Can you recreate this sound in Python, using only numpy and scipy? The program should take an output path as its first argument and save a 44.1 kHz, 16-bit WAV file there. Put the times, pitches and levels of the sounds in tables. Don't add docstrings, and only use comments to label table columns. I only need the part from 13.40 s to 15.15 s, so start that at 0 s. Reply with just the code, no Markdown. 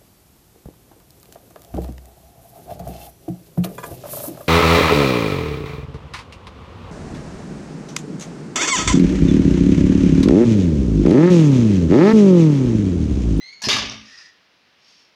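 import sys
import numpy as np
from scipy import signal
from scipy.fft import rfft, irfft
from scipy.io import wavfile
from scipy.ndimage import uniform_filter1d, minimum_filter1d

SR = 44100
rng = np.random.default_rng(int(sys.argv[2]) if len(sys.argv) > 2 else 0)


def gain_from_db(level_db):
    decades = np.asarray(level_db, float) / 20
    return 10 ** decades


def to_wav(sig):
    pcm = np.clip(np.atleast_2d(sig), -1, 1) * 32767
    pcm = np.round(pcm).astype(np.int16)
    wavfile.write(sys.argv[1], SR, pcm.T)


N = 77175
T = np.arange(N) / SR

# pitch_hz, level_db
HUSH_COLOUR = [(25, -43), (70, -10.5), (190, -4.5), (300, -5), (700, -7), (2700, -5), (5000, -10),
               (9000, -22.5)]
# pitch_hz, level_db
HINGE_AIR = [(350, -24), (700, -18), (1400, 0), (2200, 0.5), (3700, -1.5), (5200, 4.5), (7500, -3),
             (15500, -26)]
# pitch_hz, width_hz, level_db
SHEET_RESONANCES = [(1210, 82, -11), (1687, 150, -7), (2186, 150, -10.5), (2897, 270, 1), (3420, 290, -5.5),
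                    (3690, 260, -14), (4530, 340, 0), (4950, 300, -2), (5230, 300, -18), (6200, 440, -2),
                    (6900, 300, -3)]
# pitch_hz, level_db
SETTLING_COLOUR = [(100, -20), (300, -3.5), (1000, 2.5), (2500, -10), (6000, 1), (8000, -7), (15500, -45)]


def evened(x):
    return x / np.sqrt(np.mean(x ** 2) + 1e-20)


def read(points, hz):
    f, value = np.transpose(points)
    return np.interp(np.log(hz + 1), np.log(f + 1), value)


def curve(points, outside=None):
    times, values = np.transpose(points)
    return np.interp(T, times, values, outside, outside)


def fader(points, trim_db=0):
    return gain_from_db(curve(points, outside=-120) + trim_db)


def coloured(x, points):
    return irfft(rfft(x) * gain_from_db(read(points, np.fft.rfftfreq(N, 1 / SR))), N)


def slow(rate_hz):
    size = max(int(SR / rate_hz), 2)
    return evened(uniform_filter1d(uniform_filter1d(rng.standard_normal(N), size), size))


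def resonate(x, hz, width):
    r = np.exp(-np.pi * width / SR)
    return signal.lfilter([1 - r, 0, r - 1], [1, -2 * r * np.cos(2 * np.pi * hz / SR), r * r], x)


def decay(s, t60, rise_s):
    age = np.maximum(T - s, 0)
    return np.minimum(age / rise_s, 1) * gain_from_db(-60 * age / t60)


def bursts(rows, colour, modes, ring_db):
    envelope = np.sqrt(sum((gain_from_db(db) * decay(s, t60, .0012)) ** 2 for s, db, t60 in rows))
    noise = rng.standard_normal(N)
    ring = np.zeros(N)
    for hz, width, db in modes:
        width = max(width, 90)
        ring += gain_from_db(db) * resonate(envelope * noise, hz, width) * np.sqrt(2000 / width)
    return envelope * evened(coloured(noise, colour)) + gain_from_db(ring_db) * ring


def friction(points, modes, air, air_db, grain_db):
    noise = rng.standard_normal(N) * gain_from_db(grain_db * slow(250))
    ring = np.zeros(N)
    for hz, width, db in modes:
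        narrow = resonate(resonate(noise, hz, 2 * width), hz, width)
        ring += gain_from_db(db) * evened(narrow) * np.sqrt(width)
    return fader(points) * evened(evened(ring) + gain_from_db(air_db) * evened(coloured(noise, air)))


def hush():
    return gain_from_db(-58 + 0.27 * slow(25)) * evened(coloured(rng.standard_normal(N), HUSH_COLOUR))


def kitchen(x):
    # pitch_hz, t60_s
    kitchen_t60 = [(100, 0.98), (300, 0.55), (1000, 0.59), (3000, 0.62), (6000, 0.51), (9000, 0.17),
                   (14000, 0.17)]
    taps = np.zeros(SR)
    at = np.arange(200, SR - 20, 20)
    taps[at + rng.integers(0, 20, len(at))] = rng.choice([-1., 1.], len(at))
    hz, t, z = signal.stft(taps, SR, nperseg=256)
    fall = gain_from_db(-60 * t / read(kitchen_t60, hz)[:, None])
    tail = signal.istft(z * fall, SR, nperseg=256)[1]
    return signal.fftconvolve(x, tail / np.linalg.norm(tail))[:N]


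def sole_scuff():
    # start_s, level_db
    scuff_swell = [(1.38, -71), (1.45, -56.5), (1.49, -51.5), (1.55, -54), (1.62, -56), (1.7, -66.5)]
    # pitch_hz, width_hz, level_db
    sole_modes = [(4700, 600, -7), (5420, 350, -2), (6330, 400, -8)]
    # pitch_hz, level_db
    scuff_colour = [(500, -22), (1200, -25), (2500, 0), (4700, 2.5), (6000, 3), (8000, -2.5), (15500, -15)]
    return friction(scuff_swell, sole_modes, scuff_colour, air_db=6, grain_db=1.1)


def hinge_rub():
    # start_s, level_db
    rub_swell = [(.58, -89), (.66, -51), (.72, -47.5), (.77, -48.5), (.79, -44.5), (.84, -48), (.89, -55.5),
                 (.93, -78)]
    # pitch_hz, width_hz, level_db
    rub_resonances = [(2600, 300, -13), (3900, 250, -13), (4950, 150, 0), (5480, 350, -5), (5900, 250, -8),
                      (6600, 400, -9), (8300, 200, -11), (10200, 1200, -24)]
    # start_s, level_db
    sing_swell = [(.6, -70), (.66, -55), (.72, -49), (.77, -47), (.82, -50), (.89, -52), (.93, -62),
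                  (.955, -85)]
    # pitch_hz, width_hz, level_db
    sing_resonances = [(1780, 50, -3), (1855, 50, 0), (1940, 70, -6)]
    rub = friction(rub_swell, rub_resonances, HINGE_AIR, air_db=3.5, grain_db=1.3)
    return rub + friction(sing_swell, sing_resonances, HINGE_AIR, air_db=-1.5, grain_db=2.1)


def cabinet_shudder():
    # start_s, level_db
    shudder_swell = [(.25, -49), (.29, -47.5), (.37, -43.5), (.46, -38.5), (.53, -47), (.62, -54.5),
                     (.69, -68), (.72, -97)]
    # pitch_hz, width_hz, level_db
    shudder_modes = [(55, 22, 0), (109.4, 31, 0), (153, 83, -10.5)]
    return friction(shudder_swell, shudder_modes, HUSH_COLOUR, air_db=-49, grain_db=0.87)


def door_hum():
    # start_s, level_db
    pane_swell = [(.225, -82), (.24, -44), (.28, -45), (.33, -56), (.38, -39), (.43, -43), (.56, -47.5),
                  (.67, -55.5), (.74, -84)]
    # start_s, level_db
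    frame_swell = [(.265, -80), (.28, -39), (.32, -42), (.35, -36), (.39, -46), (.5, -48), (.6, -57),
                   (.71, -65), (.76, -80)]
    pane_hz = 217 * (1 + 0.006 * slow(5.2))
    frame_hz = 269 * (1 + 0.0067 * slow(5.2))
    pane = fader(pane_swell, 5) * np.sin(2 * np.pi * np.cumsum(pane_hz) / SR)
    frame = fader(frame_swell, 4.5) * np.sin(2 * np.pi * np.cumsum(frame_hz) / SR)
    return pane + frame


def cabinet_thumps():
    # start_s, level_db, tilt_db_per_octave
    blows = [
        (.238, -46.5, 3),
        (.272, -20.5, 0.5),
        (.281, -24, -1.5),
        (.345, -26, -1.5),
        (0.429, -40, 3.5),
        (0.518, -40, -1.5),
    ]
    # pitch_hz, level_db, t60_s
    cabinet_modes = [(111.8, -13, 0.51), (130, 2, 0.18), (194.3, -2.5, 0.29), (326, -22, 0.34),
                     (381.3, -1.5, 0.35), (424.3, -0.5, 0.23), (535.6, -13, 0.22), (610, -13, 0.24),
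                     (692, -10, 0.26)]
    out = np.zeros(N)
    for s, db, tilt_db in blows:
        age = np.maximum(T - s, 0)
        ring = np.zeros(N)
        for hz, mode_db, t60 in cabinet_modes:
            gain = gain_from_db(mode_db + tilt_db * np.log2(hz / 100) - 60 * age / t60)
            ring += gain * np.sin(2 * np.pi * (hz * age + rng.random()))
        push = np.sin(2 * np.pi * 240 * age) * gain_from_db(2.05 * tilt_db - 60 * age / 0.024)
        out += gain_from_db(db) * (0.36 * ring * np.minimum(age / 0.0029, 1) + gain_from_db(4) * push)
    damped_s, damped_t60 = 0.75, 0.24
    return out * gain_from_db(-60 * np.maximum(T - damped_s, 0) / damped_t60)


def rack_wires():
    # pitch_hz, level_db, t60_s
    wires = [(7650, -43, .8), (8350, -44, .9), (9000, -46, .8), (9950, -40, .75), (11400, -38, .45)]
    noise, crash_s = rng.standard_normal(N), .2855
    return sum(gain_from_db(db) * decay(crash_s, t60, .002) * evened(resonate(noise, hz, 220)) for hz, db, t60 in wires)


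def wire_tick():
    tick_hz = [5600, 6150]
    tones = np.sin(2 * np.pi * tick_hz[0] * T) + 0.74 * np.sin(2 * np.pi * tick_hz[1] * T)
    contact = 0.26 * evened(coloured(rng.standard_normal(N), SETTLING_COLOUR))
    return gain_from_db(-14) * decay(.4966, .011, .0012) * (tones + contact)


def settling():
    # start_s, level_db, t60_s
    late_rebounds = [
        (.385, -23, 0.094),
        (.42, -26, 0.074),
        (.455, -31.5, 0.086),
        (.515, -36.5, 0.13),
        (.54, -40, 0.093),
    ]
    return bursts(late_rebounds, SETTLING_COLOUR, SHEET_RESONANCES, ring_db=-8.5)


def hinge_squeak():
    # start_s, pitch_hz
    squeak_glide = [(0, 1990), (.022, 2025), (.04, 2085), (.065, 2140), (.088, 2155), (.105, 2185),
                    (.117, 2225), (.15, 2232), (.2, 2235)]
    # start_s, level_db
    squeak_swell = [(0, -49), (.03, -42), (.065, -45.5), (.095, -40.5), (.112, -53), (.13, -40),
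                    (.15, -48.5), (.165, -69), (.21, -46)]
    # multiple, level_db
    squeak_partials = [(1, -2), (2, -1), (3, -8), (4, -15), (5, -28.5)]
    # pitch_hz, width_hz, level_db
    squeak_modes = [(3300, 880, 5), (5160, 290, -13), (4140, 92, -1)]
    flutter_db, strand_ratio, strand_db = 5.0, .968, -7
    turns = np.cumsum(curve(squeak_glide) * (1 + .005 * slow(190))) / SR
    tone = np.zeros(N)
    for k, db in squeak_partials:
        main_gain = gain_from_db(db + flutter_db * np.tanh(slow(190)))
        strand_gain = gain_from_db(db + strand_db + flutter_db * np.tanh(slow(55)))
        tone += main_gain * np.sin(2 * np.pi * k * turns)
        tone += strand_gain * np.sin(2 * np.pi * k * strand_ratio * turns)
    noise = rng.standard_normal(N)
    body = sum(gain_from_db(db) * resonate(noise, hz, width) for hz, width, db in squeak_modes)
    hiss = evened(evened(coloured(noise, HINGE_AIR)) + 1.3 * evened(body))
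    return fader(squeak_swell) * (tone + gain_from_db(-14) * hiss)


def catch_rattle():
    # start_s, level_db, t60_s
    lift_contacts = [
        (.2182, -26, .06),
        (.2215, -25, .05),
        (.227, -28, .05),
        (.232, -28, .05),
    ]
    # pitch_hz, width_hz, level_db
    lift_resonances = [(987, 110, -8), (1690, 67, -7), (2520, 83, -9.5), (5840, 200, -8), (5820, 170, 2.5),
                       (7150, 1200, 8)]
    # start_s, level_db, t60_s
    rattle_contacts = [
        (.2365, -24, 0.082),
        (.2405, -24, 0.067),
        (.247, -23, 0.071),
        (.2535, -26.5, 0.076),
        (.260, -29.5, 0.064),
        (.266, -25.5, 0.041),
    ]
    # pitch_hz, width_hz, level_db
    catch_resonances = [(950, 250, -10), (1744, 110, -5.5), (2700, 540, 0), (4287, 77, 2.5),
                        (5100, 27, 0.5), (5100, 140, -10), (6000, 150, 1.5), (7650, 58, -10)]
    # pitch_hz, level_db
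    catch_colour = [(100, -27), (250, -35), (600, -6), (1000, -4.5), (2700, -2.5), (5200, 7), (7000, 4.5),
                    (15500, 4.5)]
    lift = bursts(lift_contacts, catch_colour, lift_resonances, ring_db=-0.5)
    rattle = bursts(rattle_contacts, catch_colour, catch_resonances, ring_db=-0.5)
    knock = gain_from_db(-39) * decay(.2155, 0.054, 0.0028) * np.sin(2 * np.pi * 900 * T)
    return lift + rattle + knock


def clanks():
    # start_s, level_db, pitch_hz, t60_s
    struck_parts = [(.2195, -28.5, 5760, 0.046), (0.2377, -21.5, 4967, 0.052), (.251, -19.5, 5270, 0.06),
                    (.2545, -23.5, 4996, 0.13), (0.262, -25, 4910, 0.079), (.2415, -32, 1045, 0.063),
                    (0.2377, -29.5, 2750, .06), (0.2854, -13.5, 3300, 0.06), (0.286, -15, 5550, 0.022),
                    (.2872, -8, 6870, 0.018), (0.293, -12.5, 4623, 0.047), (0.2917, -20, 2330, .04),
                    (0.2991, -14.5, 4526, 0.062), (0.301, -12, 3639, 0.061), (0.304, -23, 3400, 0.044),
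                    (0.308, -22, 2358, 0.067), (0.311, -27, 1210, 0.09), (0.313, -12.5, 6200, 0.027),
                    (.327, -16.5, 2290, 0.053), (.331, -16, 3770, 0.057), (.346, -18, 2420, 0.033),
                    (0.36, -35, 3550, 0.046), (0.366, -19.5, 1150, 0.031), (0.387, -22, 3530, 0.045),
                    (.772, -45.5, 4950, 0.23), (0.45, -29.5, 2600, 0.11), (.507, -33.5, 3614, 0.05)]
    out = np.zeros(N)
    for s, db, hz, t60 in struck_parts:
        p, q = rng.random(2)
        second_hz = hz * (1 + .035 * (2 * q - 1))
        pair = np.sin(2 * np.pi * (hz * T + p)) + 0.65 * np.sin(2 * np.pi * (second_hz * T + q))
        out += gain_from_db(db) * decay(s, t60, t60 / 30) * pair
    return out


def sheet_crash():
    # start_s, level_db, t60_s
    crash_hits = [
        (.2855, -11.5, 0.05),
        (.293, -9.5, 0.016),
        (.2995, -15, 0.04),
        (.305, -14, 0.019),
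        (.311, -20.5, 0.16),
        (.3175, -23.5, 0.042),
        (.327, -21, 0.1),
        (.337, -22.5, 0.039),
        (.347, -24.5, 0.06),
        (.363, -22, 0.099),
    ]
    # pitch_hz, level_db
    sheet_colour = [(100, -10), (270, -3.5), (900, -4.5), (1500, -6), (2300, 0.5), (4500, -4.5),
                    (7500, -2.5), (15500, -7.5)]
    return bursts(crash_hits, sheet_colour, SHEET_RESONANCES, ring_db=-4)


def scene():
    rubs = sole_scuff() + hinge_rub()
    low = cabinet_shudder() + door_hum() + cabinet_thumps()
    tick, whine, catch = wire_tick(), hinge_squeak(), catch_rattle()
    struck, crash = clanks(), sheet_crash()
    send = gain_from_db(-2) * (crash + 0.68 * tick) + gain_from_db(-9) * struck
    send += gain_from_db(-4.5) * catch + gain_from_db(-5.5) * whine + gain_from_db(-13) * rubs
    metal = catch + settling() + crash + struck + rack_wires() + tick
    return (metal + whine + rubs + low + kitchen(send) + hush())[None]


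def low_pass(x):
    return signal.sosfilt(signal.butter(12, 15700, fs=SR, output="sos"), x)


def record(dry):
    # pitch_hz, level_db
    mic_response = [(20, -7), (38, -18), (60, -0.5), (5600, -0.5), (6800, -9), (8000, -16.5),
                    (11000, -15.5), (15500, -32.5)]
    limit = .46
    edge = np.minimum(np.minimum(np.arange(N), np.arange(N)[::-1]) / 40, 1)
    heard = coloured(dry[0] * edge, mic_response) + gain_from_db(-80.5) * rng.standard_normal(N)
    gain = minimum_filter1d(limit / np.maximum(abs(heard), limit), size=121)
    limited = heard * uniform_filter1d(gain, size=121)
    return low_pass(limited[None])


dry = scene()
out = record(dry)
to_wav(out)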